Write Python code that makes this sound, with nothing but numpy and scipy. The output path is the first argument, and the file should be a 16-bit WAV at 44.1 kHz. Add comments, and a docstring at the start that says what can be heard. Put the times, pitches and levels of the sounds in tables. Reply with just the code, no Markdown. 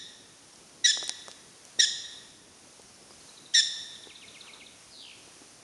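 """A grass enclosure ringed by trees. Distant traffic rumbles under the hiss of leaves and microphone,
and the trees still echo a prairie dog's earlier bark. It barks at 0.8, 1.8 and 3.5 s, each a two-part
squeal of the vocal folds near 1.8 kHz. Right at the microphone, fingers knock and tick on the camera,
hardest just after the first bark. From 2.9 s a far finch whistles a run of chips, then chips and hooks;
a sleeve brushes close by, and the finch ends on a falling buzz at 5 s."""
import sys
import numpy as np
from scipy import signal
from scipy.fft import rfft, irfft, next_fast_len
from scipy.io import wavfile
from scipy.ndimage import uniform_filter1d, map_coordinates

SR = 44100
rng = np.random.default_rng(int(sys.argv[2]) if len(sys.argv) > 2 else 0)


def dump(signal):
    """Clip the signal to [-1, 1] and save it as 16-bit WAV at the path in sys.argv[1]."""
    limited = np.clip(np.atleast_2d(signal).T, -1, 1)
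    pcm = np.round(limited * 32767).astype(np.int16)
    wavfile.write(sys.argv[1], SR, pcm)


N = 248327
LEAD = SR // 2  # samples played before time zero

# distant traffic, swelling and easing: t/s, level/dB
TRAFFIC_LEVEL = [(0, -61.5), (.7, -61.5), (1.1, -60), (1.5, -62.5), (1.9, -60), (2.8, -61.5), (3.1, -59),
                 (3.4, -62), (4.4, -60), (5.1, -62.5), (5.63, -60)]
# spectra of the traffic and of the leaf and microphone hiss: f/Hz, relative level/dB
TRAFFIC_SPECTRUM = [(15, -20), (30, -6), (60, -2), (120, -1.5), (200, -2), (310, -1.5), (500, -5),
                    (900, -14), (1600, -26), (3000, -72)]
HISS_SPECTRUM = [(150, -48), (350, -11), (650, 0), (1100, 0.5), (2000, -1.5), (4000, -1), (6200, 3.5),
                 (7700, -2.5), (9800, 1), (13000, -6)]
# echo of the ring of trees: f/Hz, time to fall 60 dB/s
TREE_DECAY = [(1500, 1.4), (3500, 1.06), (5500, 0.89), (8000, 0.8), (11000, 0.57)]
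# trunks and leaves return the treble best: f/Hz, gain/dB
TREE_SCATTER = [(1000, -7), (1800, -6.5), (3500, 0), (5500, -1.5), (9000, -0.5)]
# finch chips, falling: t/s, starting f/Hz, fall/Hz, relative level/dB
FINCH_CHIPS = [(.525, 5900, 695, -58.5), (2.853, 6200, 1100, -61), (2.937, 5600, 640, -64),
               (3.02, 5560, 680, -61), (3.103, 5300, 644, -59), (3.2, 4580, 500, -60),
               (3.286, 4450, 820, -55), (3.371, 4300, 810, -53), (3.453, 4300, 890, -53),
               (3.873, 4300, 1090, -60), (3.949, 4360, 1450, -49.5), (4.03, 4370, 1390, -49),
               (4.151, 4510, 1410, -49.5), (4.276, 4500, 1396, -50.5), (4.404, 4720, 1640, -48),
               (4.53, 4580, 1450, -50), (4.66, 4590, 1750, -52)]
# finch hooks, down then up: lowest point t/s, fall/s, rise/s, relative level/dB
FINCH_HOOKS = [(4.12, .03, .006, -56), (4.247, .036, .015, -55.5), (4.372, .034, .017, -56),
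               (4.502, .04, .014, -55), (4.626, .029, .018, -56)]
# finch buzz, lower voice: t/s, f/Hz, relative level/dB, stroke rate/Hz
BUZZ_LOWER = [(4.9, 4840, -80, 182), (4.935, 4330, -54, 168), (5.01, 3700, -54, 92), (5.05, 3084, -53, 70),
              (5.12, 2600, -54.5, 66), (5.175, 2286, -69, 58)]
# finch buzz, upper voice: t/s, f/Hz, relative level/dB
BUZZ_UPPER = [(4.9, 5210, -67), (4.912, 5140, -50), (4.96, 4450, -57), (5.01, 4660, -45), (5.06, 5000, -66),
              (5.1, 5000, -76)]
# a sleeve beside the microphone: t/s, level/dB
SLEEVE_BRUSHES = [(4.465, -59), (4.56, -59.5)]
# fingers on the camera, dull knocks and sharp ticks: t/s, relative level/dB, f/Hz
FINGER_KNOCKS = [(.972, -30.5, 760), (1.026, -30, 704), (1.077, -39, 800), (1.092, -31.5, 830),
                 (1.281, -30.5, 650), (1.787, -32.5, 456), (2.795, -38, 470), (3.106, -39.5, 1100),
                 (4.07, -36, 385), (4.616, -53, 200), (5.275, -43.5, 286), (5.364, -44.5, 366),
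                 (5.416, -40.5, 298)]
FINGER_TICKS = [(.558, -46, 5840), (.695, -46, 6070), (1.0406, -33, 9250), (1.078, -26, 8950),
                (1.0936, -14.5, 5300), (1.282, -36, 5866), (1.3138, -35, 5700), (1.6512, -36, 6700),
                (2.3042, -45, 7530), (2.818, -43, 8240)]
# prairie dog's throat, mouth narrow and mouth wide: f/Hz, gain/dB
THROAT_NARROW = [(1400, -34), (1900, -8), (3000, -11.5), (3800, -2), (5700, -3), (7600, -18), (9500, -23.5),
                 (11400, -37)]
THROAT_WIDE = [(1400, -21), (1750, -2), (3000, 12.5), (3500, -1.5), (5250, -0.5), (7000, 0.5), (8800, -14),
               (10500, -30)]
# barks at the vocal folds: t/s, attack/s, upward scoop/Hz;
# high first part: length/s, f/Hz, level/dB, flutter/0-1; break, below the second part: sag/Hz, dip/dB;
# lower second part: length/s, f/Hz, level/dB, flutter/0-1
BARK_CALLS = [(0.84, 0.0041, 50, .019, 1931, -15, 0.2, 88.6, 6.5, .04, 1770, -19.5, 0.2),
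              (1.7885, 0.0062, 40, 0.015, 1893, -13.5, 0.34, 115, 9, .03, 1774, -19, 0.08),
              (3.5365, .008, 380, 0.01396, 1900, -15.5, 0.25, 24.5, 2, .037, 1813, -16.5, 0.17)]
# microphone response: f/Hz, gain/dB
MIC_RESPONSE = [(20, -10.5), (150, 0), (400, 1), (9800, 1), (10800, -3), (11600, -11), (12400, -22)]


def amp(db):
    return 10 ** (np.asarray(db) / 20)


def unit(x):
    return x / np.sqrt(np.mean(x ** 2) + 1e-20)


def along(points, hz):
    """Read (f/Hz, value) points on a log frequency axis."""
    f, v = np.transpose(points)
    return np.interp(np.log(hz + 1), np.log(f + 1), v)


def span(rows):
    """First sample, then one value per sample for each column after the time."""
    s, *cols = np.transpose(rows)
    t = np.arange(s[0], s[-1], 1 / SR)
    return round(s[0] * SR), *[np.interp(t, s, c) for c in cols]


def add(track, start, sound):
    track[LEAD + start:][:len(sound)] += sound


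def wobble(rate, size):
    """A smooth random curve, rate knots a second."""
    return map_coordinates(rng.standard_normal(int(size * rate / SR) + 4), [np.arange(size) * rate / SR])


def phase(hz):
    return 2 * np.pi * np.cumsum(hz) / SR


def filtered(x, response):
    m = next_fast_len(x.shape[-1] + SR // 4)
    return irfft(rfft(x, m) * response(np.fft.rfftfreq(m, 1 / SR)), m)[..., :x.shape[-1]]


def rush(spectrum, patchy_db=0):
    """Shaped noise of rms 1 with patches of random gain."""
    z = signal.stft(rng.standard_normal(N + 512), nperseg=512)[2]
    patches = uniform_filter1d(uniform_filter1d(rng.standard_normal(z.shape), 6, 0), 14, 1)
    noise = signal.istft(z * amp(patchy_db * unit(patches)), nperseg=512)[1][:N]
    return unit(filtered(noise, lambda hz: amp(along(spectrum, hz))))


def traffic():
    """Far beyond the enclosure, traffic rumbles in slow lumps."""
    db = np.interp(np.arange(N) / SR, *np.transpose(TRAFFIC_LEVEL))
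    return amp(db + 0.14 * wobble(4.7, N)) * rush(TRAFFIC_SPECTRUM, patchy_db=1.53)


def hiss(db=-54.5):
    """Leaves all round and the microphone's own noise: one smooth, gently wavering hiss."""
    return amp(db + 0.93 * wobble(4.55, N)) * rush(HISS_SPECTRUM)


def trees(x, near_db, far_db):
    """Direct sound, close ground and post echoes, then the trees' long tail, its treble dying first."""
    hz, t, z = signal.stft(rng.standard_normal(3 * SR // 2), SR, nperseg=256)
    tail = signal.istft(z * amp(-60 * t / along(TREE_DECAY, hz)[:, None]), SR, nperseg=256)[1]
    t = np.arange(len(tail)) / SR
    tail *= 1 - np.exp(-t / 0.027)
    near = rng.standard_normal(len(t)) * amp(-60 * t / 0.42) * (t > .002)
    answer = amp(far_db) * tail / np.linalg.norm(tail) + amp(near_db) * near / np.linalg.norm(near)
    echoes = signal.fftconvolve(x, answer)[:len(x)]
    return x + filtered(echoes, lambda hz: amp(along(TREE_SCATTER, hz)))


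def finch_whistles(chip_s=0.01654, hook_top_hz=3700, hook_low_hz=2130):
    """Far off, pure gliding whistles that swell and fade."""
    track = np.zeros(LEAD + N)
    notes = [(s, db, .8, np.linspace(top, top - fall, round(chip_s * SR)))
             for s, top, fall, db in FINCH_CHIPS]
    for s, fall, rise, db in FINCH_HOOKS:
        t = np.arange(-fall, rise, 1 / SR)
        down = (hook_top_hz - hook_low_hz) * np.abs(t / fall) ** 1.5
        up = 3.6e6 * t ** 2
        notes.append((s - fall, db, .25, hook_low_hz + np.where(t < 0, down, up)))
    for s, db, swell, hz in notes:
        add(track, round(s * SR), amp(db + 7) * np.hanning(len(hz)) ** swell * np.sin(phase(hz)))
    return track


def finch_buzz(widest_hz=1400, hz_per_db=40, grow_s=0.049):
    """The same far bird: downward strokes, narrower at first and when soft, under a second voice."""
    track = np.zeros(LEAD + N)
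    start, hz, db, rate = span(BUZZ_LOWER)
    grow = np.clip(np.arange(len(hz)) / SR / grow_s, .2, 1)
    width = grow * np.clip(widest_hz + hz_per_db * (db - db.max()), 100, None)
    stroke = np.cumsum(rate * (1 + 0.112 * wobble(40.2, len(rate)))) / SR % 1
    gate = np.sin(np.pi * stroke) ** 2
    add(track, start, amp(db + 8) * gate * np.sin(phase(hz + width * (.5 - stroke))))
    start, hz, db = span(BUZZ_UPPER)
    upper = np.sin(phase(hz + 170 * wobble(300, len(hz))))
    add(track, start, amp(db - 4.5) * (.5 + gate[:len(hz)]) * upper)
    return track


def sleeve(half_width_s=.035):
    """Cloth brushes twice beside the microphone: soft swells of noise near 1.2 kHz."""
    cloth = rush([(500, -36), (900, -5), (1200, -1), (1700, -10), (2500, -27), (5000, -80)])
    t = np.arange(N) / SR
    return cloth * sum(amp(db) * np.exp(-((t - s) / half_width_s) ** 2) for s, db in SLEEVE_BRUSHES)


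def fingers(soft_db=-33):
    """At the microphone, each touch briefly rings the camera's plastic shell and leaves a weak rattle."""
    knocks, ticks = np.zeros((2, LEAD + N))
    t = np.arange(SR // 25) / SR
    for s, db, hz in FINGER_KNOCKS:
        hardness = max(1.03 * (db - soft_db), .1)  # a harder knock has a sharper front
        front = amp(-60 * t / 0.0038) * np.sin(2 * np.pi * 1100 * t) * (1 - np.exp(-t / 0.00035))
        body = amp(-60 * t / (6.5 / hz)) * np.sin(2 * np.pi * hz * t)
        rattle = 0.28 * amp(-60 * t / 0.053) * wobble(1850, len(t))
        add(knocks, round((s + 0.00162) * SR), amp(db - 1) * (hardness * front + body + rattle))
    for s, db, hz in FINGER_TICKS:
        snap = amp(-60 * t / 0.0011) * np.sin(2 * np.pi * hz * t)
        rattle = 0.26 * amp(-60 * t / 0.0037) * wobble(3.4 * hz, len(t))
        add(ticks, round((s + 0.00094) * SR), amp(db + 16) * (snap + rattle) * (1 - np.exp(-t / .0001)))
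    # the small shell radiates little bass
    knocks = filtered(knocks, lambda hz: 1 / (1 + (170 / (hz + 1)) ** 4))
    ticks = filtered(ticks, lambda hz: 1 / (1 + (2500 / (hz + 1)) ** 2))
    return (knocks + ticks)[LEAD:]


def bark_shape(s, attack, scoop, len1, hz1, db1, flutter1, sag, dip, len2, hz2, db2, flutter2):
    """Rows of t/s, f/Hz, level/dB, flutter through one bark."""
    top1, top2 = 0.44, 0.604  # share of each part before its peak
    onset_db, break_s = 46, 0.00711
    drop_s, drop_hz, drop_db = 0.012, 462, 48.5
    end_hz, end_db = hz2 - 52.6, db2 - 3
    steps, hz, db, flutter = np.transpose([
        (0, hz1 - scoop, db1 - onset_db, 0),  # attack
        (attack / 3, hz1 - .7 * scoop, db1 - 0.48 * onset_db, 0),
        (attack * 2 / 3, hz1 - 0.2 * scoop, db1 - 6.5, 0.23 * flutter1),
        (top1 * len1, hz1, db1, flutter1),  # first part
        ((1 - top1) * len1, hz1 - 30, db1 - 1.5, 1.3 * flutter1),
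        (break_s, hz2 - sag, db2 - dip, 0.77),  # rough break
        (top2 * len2, hz2, db2, flutter2),  # second part
        ((1 - top2) * len2, end_hz, end_db, flutter2),
        (drop_s / 3, end_hz - drop_hz / 4, end_db - drop_db / 4, 0),  # collapse
        (drop_s * 2 / 3, end_hz - drop_hz, end_db - drop_db, 0)])
    return np.transpose([s + np.cumsum(steps), hz, db, flutter])


def bark(row, shut_hz=1862, opening_hz=247):
    """Overtones of the vocal folds through the throat; a slower flutter roughens the upper ones."""
    start, hz, db, flutter = span(bark_shape(*row))
    n = len(hz)
    mouth = np.clip((shut_hz - hz) / opening_hz, 0, 1)  # opens as the pitch sinks
    cycle = phase(hz * (1 + 0.016 * wobble(351.5, n)))
    beat = np.exp(1j * phase(360 * (1 + 0.281 * wobble(161.3, n))))
    voice = np.zeros(n)
    for k in range(1, 7):
        throat = amp((1 - mouth) * along(THROAT_NARROW, k * hz) + mouth * along(THROAT_WIDE, k * hz))
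        sway = np.clip(flutter, 0, .6) * min(k - .8, 1.25)
        side_tones = sway * (beat + 0.1 * beat.conj())  # the upper one is the stronger
        hoarse = (0.082 + 0.5 * sway * beat) * (wobble(881, n) + 1j * wobble(907, n))
        breath = 0.12 * (wobble(2600, n) + 1j * wobble(2600, n))  # air noise between the overtones
        modulation = (1 + side_tones + hoarse + breath) / np.sqrt(1 + 1.41 * sway ** 2)
        voice += throat * np.real(modulation * np.exp(1j * (k * cycle - .1 * k * k)))
    return start, amp(db) * voice


def prairie_dog(earlier_s=-0.32, earlier_gain_db=1):
    """Across the grass, three barks and the one before them; so small a throat radiates nothing low."""
    track = np.zeros(LEAD + N)
    for row in BARK_CALLS:
        add(track, *bark(row))
    _, earlier = bark(BARK_CALLS[1])  # over before time zero: only its echo is heard
    add(track, round(earlier_s * SR), amp(earlier_gain_db) * earlier)
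    return filtered(track, lambda hz: 1 / (1 + (1450 / (hz + 1)) ** 16))


def scene():
    """One microphone position; the far finch carries more echo than the prairie dog."""
    barks = trees(prairie_dog(), near_db=-7.5, far_db=-10)
    song = trees(finch_whistles() + finch_buzz(), near_db=-4.5, far_db=-5.5)
    return ((barks + song)[LEAD:] + fingers() + sleeve() + traffic() + hiss())[None]


def record(dry, top_hz=12400):
    """The microphone thins the bass; its port dulls the top and cancels a narrow band near 7.7 kHz."""
    notch = lambda hz: amp(-8 * np.exp(-((hz - 7700) / 140) ** 2))
    return filtered(dry, lambda hz: amp(along(MIC_RESPONSE, hz)) * notch(hz) * (hz < top_hz))


dry = scene()
out = record(dry)
dump(out)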